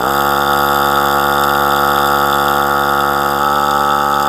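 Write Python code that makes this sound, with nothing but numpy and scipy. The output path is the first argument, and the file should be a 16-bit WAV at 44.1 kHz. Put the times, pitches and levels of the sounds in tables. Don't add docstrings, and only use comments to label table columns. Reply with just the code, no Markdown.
import sys
import numpy as np
from scipy import signal
from scipy.fft import rfft, irfft
from scipy.io import wavfile
from scipy.ndimage import uniform_filter1d

SR = 44100
rng = np.random.default_rng(int(sys.argv[2]) if len(sys.argv) > 2 else 0)


def master_out(mix):
    frames = np.transpose(np.atleast_2d(mix))
    ceiling = np.clip(frames, -1, 1)
    pcm = np.round(ceiling * 32767).astype(np.int16)
    wavfile.write(sys.argv[1], SR, pcm)


def ratio(d):
    e = np.asarray(d, float) / 20
    return 10 ** e


N = 189012
T = np.arange(N) / SR
FULL_SPEED = 71.0


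def evened(x):
    return x / np.sqrt(np.mean(x ** 2) + 1e-20)


def curves(rows):
    s, *columns = np.transpose(rows)
    return [np.interp(T, s, column) for column in columns]


def resonate(x, hz, width, skirt=2.8):
    turn = np.exp(2j * np.pi * hz * T)
    for r in np.exp(-np.pi * width * np.array([1, skirt]) / SR):
        baseband = signal.lfilter([1 - r], [1, -r], x / turn)
        x = 2 * (turn * baseband).real
    return x


def causal(hz, db, size=8192):
    log_gain = np.log(ratio(np.interp(np.fft.rfftfreq(size, 1 / SR), hz, db)))
    circle = np.r_[log_gain, log_gain[-2:0:-1]]
    return np.fft.ifft(np.exp(np.conj(signal.hilbert(circle)))).real[:size // 2]


# (time [s], speed [turns per s])
CRANK_SPEED = [(0.0, 56.68), (0.08, 69.3), (0.2, 70.51), (0.5, 70.7), (1.15, 70.64), (1.4, 70.98),
               (1.75, 70.75), (2.9, 70.77), (3.3, 70.42), (3.39, 70.02), (3.44, 71.81), (3.5, 71.58),
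               (3.545, 73.05), (3.61, 71.32), (3.69, 71.88), (3.76, 71.69), (4.03, 71.63), (4.29, 71.34)]


def speed():
    return curves(CRANK_SPEED)[0]


def crank(wobble_hz=11.36, width=10.1, depth=0.9, slip_turns=0.0051, first_turn=0.631):
    slip = evened(resonate(rng.standard_normal(N), wobble_hz, width))
    slip /= np.sqrt(uniform_filter1d(slip ** 2, 8000))
    return first_turn + np.cumsum(speed()) / SR + depth * slip_turns * slip


# (time [s], treble reach [dB], share of the moved position [0-1])
CAMERA_PATH = [(0, -3.5, 0.25), (.15, 1.5, 0), (.45, -1.5, 0.07), (.6, 1, 0.04), (.95, 0.5, 0.13),
               (1.45, 0, 0), (1.78, 0, 0), (2.1, 0.5, 0), (2.35, -0.5, 0.1), (2.5, 0.2, 0), (2.75, -2.5, 0),
               (3.15, -2.5, 0), (3.35, -3, 0.15), (3.47, -5.5, 1), (3.8, -5, 1), (4.1, -7, 1),
               (4.29, -5.5, 1)]


def camera():
    return curves(CAMERA_PATH)


def heard(level_db, per_reach, moved_db, power):
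    reach_db, moved = camera()
    return ratio(level_db + per_reach * reach_db + moved_db * moved) * (speed() / FULL_SPEED) ** power


def clicks(turns, sizes):
    at = np.flatnonzero(np.diff(np.floor(turns)) > 0)
    late = (np.floor(turns[at + 1]) - turns[at]) / (turns[at + 1] - turns[at])
    out = np.zeros(N)
    out[at] = (1 - late) * sizes[:len(at)]
    out[at + 1] += late * sizes[:len(at)]
    return out


# (time [s], peak level [dB])
SEAT_LURCHES = [
    (.0005, -20),
    (.006, -13),
    (.0393, -11),
    (.0699, -10),
]


def lurch(hz=780.0, t60=0.02):
    out, t = np.zeros(N), T[:2000]
    ringing = ratio(-60 * t / t60) * np.sin(2 * np.pi * hz * t)
    for s, db in SEAT_LURCHES:
        out[round(s * SR):][:len(t)] += ratio(db) * ringing
    return out


# (frequency [Hz], density [dB per Hz])
NOISE_FLOOR = [(20, -60), (50, -62), (100, -65), (170, -61), (300, -58.5), (600, -60), (1500, -107),
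               (2400, -57.5), (6000, -63), (16000, -83)]


def rumble():
    hz, db = np.transpose(NOISE_FLOOR)
    log_hz = np.log(np.fft.rfftfreq(N, 1 / SR) + 1)
    colour = ratio(np.interp(log_hz, np.log(hz), db))
    return irfft(rfft(rng.standard_normal(N)) * colour, N) * np.sqrt(SR / 2) * ratio(-11.5)


def strain(turns, level_db=-27.0, short_by=1.7):
    load = np.clip((FULL_SPEED - 0.5 - speed()) / short_by, 0, 1)
    return ratio(level_db) * load * np.cos(2 * np.pi * (7 * turns + 0.1))


# (exhaust near [dB], intake near [dB], exhaust moved [dB], intake moved [dB])
PORT_ORDERS = [(-20, -32, -22, -38), (-9, -22, -12, -29), (-11, -24, -11, -32), (-11, -30, -12, -35),
               (-8, -27, -11, -29), (-29, -16, -29, -15), (-6, -8, -7, -10), (-17, -12, -15, -14),
               (-7, -11, -11, -22), (-15, -10, -21, -26), (0, -23, 1, -17), (-10, -11, -8, -11),
               (-8, -13, -9, -19), (-15, -27, -16, -29), (-12, -31, -13, -28), (-8, -9, -7, -10),
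               (-7, -6, -6, -16), (-3, -14, 1, -15), (-16, -3, -15, -6), (0, -17, -7, -25),
               (-13, -15, -15, -13), (-18, -15, -25, -25), (-15, -36, -21, -38), (-30, -23, -31, -21),
               (-22, -19, -30, -27), (-31, -20, -35, -27), (-28, -30, -38, -36), (-31, -29, -34, -43),
               (-30, -31, -35, -45)]


def port(train, column, hz):
    k, db = np.arange(len(PORT_ORDERS)) + 1, np.transpose(PORT_ORDERS)[column]
    colour_hz = np.r_[0, k, k[-1] + 3, 60] * hz
    colour_db = np.r_[db[0] - 14, db, db[-1] - 9, db[-1] - 40]
    return signal.oaconvolve(train, causal(colour_hz, colour_db))[:N]


def exhaust(turns, vary_db=-0.03, gulp_vary_db=1.0, loose=0.0026):
    draws = rng.standard_normal((400, 3))
    turns = turns + 0.023
    puffs = clicks(turns, ratio(vary_db * draws[:, 0]))
    uneven = loose * uniform_filter1d(draws[turns.astype(int), 1], 300)
    gulps = -clicks(turns - 0.545 - uneven, ratio(gulp_vary_db * draws[:, 2]))
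    gulps *= (speed() / FULL_SPEED) ** 3.2
    near = evened(port(puffs, column=0, hz=70.75) + port(gulps, column=1, hz=70.75))
    far = evened(port(puffs, column=2, hz=71.7) + port(gulps, column=3, hz=71.7))
    moved = np.clip(camera()[1], 0, 1)
    blend = (1 - moved) * near + moved * far
    return heard(level_db=-13.5, per_reach=0.34, moved_db=0.5, power=0.5) * blend


# (frequency [Hz], width [Hz], level [dB])
BODY_MODES = [(477, 310, -62), (767, 65, -30), (1090, 140, -40), (1299, 115, -18), (1580, 97, -45)]


def thump(turns, force, at=0.47, fade=0.3, rest=0.08, vary_db=1.2):
    size = ratio(vary_db * force[(turns - at + 1).astype(int)])
    stroke = size * np.exp(-((turns - at) % 1) / fade)
    drive = rng.standard_normal(N) * (rest + stroke) * (speed() / FULL_SPEED) ** 0.58
    return sum(ratio(db - 6.0) * evened(resonate(drive, hz, width)) for hz, width, db in BODY_MODES)


def scrape(turns, at, fade, again, blow, brief):
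    angle = (turns - at) % 1
    second = again * np.exp(-((angle - 0.27) / brief) ** 2)
    return blow * np.exp(-angle / 0.031) + np.exp(-angle / fade) + second


def ring(turns, modes, force, at=0.468, fade=0.27, rest=0.15, again=0.3, shared_db=-1.0, own_db=9.0,
         grain_db=3.5, blow=1.5, tick=5.4, brief=0.096):
    moved, turn, out = camera()[1], (turns - at + 1).astype(int), 0
    stroke = scrape(turns, at, fade, again, blow, brief)
    grit = ratio(grain_db * rng.standard_normal(N))
    ticks = tick * clicks(turns - at - 0.02, rng.choice([-1.0, 1.0], 400))
    for hz, width, db, change_db in modes:
        size = ratio(shared_db * force + own_db * np.minimum(rng.exponential(1, 400), 2.5))
        size = size[turn] / np.median(size)
        drive = size * ticks + (size * stroke + rest) * grit * rng.standard_normal(N)
        out = out + ratio(db + change_db * moved) * evened(resonate(drive, hz, width))
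    return out


# (time [s], gain of the lowest three case modes [dB], gain of the
# other case modes and fins [dB])
HARD_TURNS = [(.531, 2, 4), (.956, 3.5, 0.5), (1.351, 1, -1), (1.436, 8.5, 7.5), (1.549, 9, 1),
              (1.761, 5, 2), (1.945, 3, -1), (1.96, 6.5, 1), (2.07, 0, 4), (2.326, 8, 1), (2.34, 5, 1),
              (2.467, -2, -1), (2.482, 7.5, 1), (3.004, 6, 2), (3.302, -2, 6), (3.554, 8.5, 2),
              (3.708, 5.5, 6), (3.904, 6.5, -3), (4.197, 6, 2), (4.225, -1, 6.5)]


def landings():
    s, *more_db = np.transpose(HARD_TURNS)
    during = (T >= s[:, None]) & (T < s[:, None] + 1 / FULL_SPEED)
    return ratio(np.array(more_db) @ during)


# (frequency [Hz], width [Hz], level [dB], change once moved [dB])
CASE_MODES = [(2754, 280, -12.5, 3.5), (3290, 510, -16.5, 2.5), (3570, 230, -0.5, 1.5), (4822, 80, -10, 2),
              (4600, 730, -10.5, 5), (5163, 126, -16, -1), (6650, 440, -15.5, 5.5), (7534, 400, -9, 2.5),
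              (8600, 550, -16.5, 0), (10050, 700, -16, 0)]


def case(turns, force, low_hard, high_hard):
    low = ring(turns, CASE_MODES[:3], force, fade=0.16, rest=0.29, again=0.48, own_db=1.4,
               blow=2.4, tick=5.9, brief=0.061)
    high = ring(turns, CASE_MODES[3:], force, fade=0.21, rest=0.22, again=0.48, own_db=0.7,
                blow=0.68, tick=9.7, brief=0.07)
    gain = heard(level_db=-27.5, per_reach=1.01, moved_db=1, power=0.5)
    return gain * (low_hard * low + high_hard * high)


# (frequency [Hz], width [Hz], level [dB], change once moved [dB])
FIN_MODES = [(11440, 180, -7, -4), (11840, 420, -13, -7), (12440, 760, -3.5, .8), (12700, 270, -7, 2),
             (13560, 440, -7.5, 5), (14100, 400, -7, -.5), (14430, 250, -8, -4.), (14800, 200, -12, -.5),
             (15250, 500, -22, 0)]


def fins(turns, force, hard):
    fizz = ring(turns, FIN_MODES, force, fade=0.46, rest=0.06, again=0.93, shared_db=0.5,
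                own_db=-1.5, blow=0.3, tick=3.4, brief=0.028)
    return heard(level_db=-35, per_reach=0.5, moved_db=-1.4, power=0) * hard ** 0.6 * fizz


# (frequency [Hz], width [Hz], level [dB], change once moved [dB])
BEARING_MODES = [(11680, 90., -3, -.5), (11751, 6., -8, -3.), (12305, 7., -8, -.5), (14465, 60., .5, -.5)]


def squeals(turns, force):
    squeal = ring(turns, BEARING_MODES, force, rest=0.41, again=0.62, shared_db=1.5, own_db=2.0)
    return heard(level_db=-38, per_reach=2.6, moved_db=3, power=8) * squeal


def scene():
    turns, force = crank(), rng.standard_normal(400)
    case_hard, fins_hard = landings()
    mix = lurch() + rumble() + strain(turns) + exhaust(turns) + thump(turns, force)
    mix += case(turns, force, case_hard, fins_hard)
    mix += fins(turns, force, fins_hard) + squeals(turns, force)
    return mix[None]


def low_pass(x):
    return signal.sosfilt(signal.butter(12, 16100, fs=SR, output="sos"), x)


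# (frequency [Hz], half width [Hz], gain [dB])
OVERALL_COLOUR = [(35, 15, 2), (71, 18, 3.5), (140, 104, -1.3), (253, 130, 0.6), (848, 19, 2.5),
                  (2396, 260, -11), (4160, 394, -15), (5930, 320, -9.5), (7320, 147, -10.5),
                  (10580, 260, -6), (12980, 150, -9)]


def record(dry):
    hz = np.fft.rfftfreq(N, 1 / SR)
    dips_db = sum(db * np.exp(-((hz - f) / width) ** 2) for f, width, db in OVERALL_COLOUR)
    x = np.clip(irfft(rfft(dry) * ratio(dips_db), N), -1, 1)
    roll_off_db = -40.0 * np.clip((hz - 15700) / 130, 0, 2) ** 2
    x = irfft(rfft(x) * ratio(roll_off_db), N)
    return low_pass(x)


dry = scene()
out = record(dry)
master_out(out)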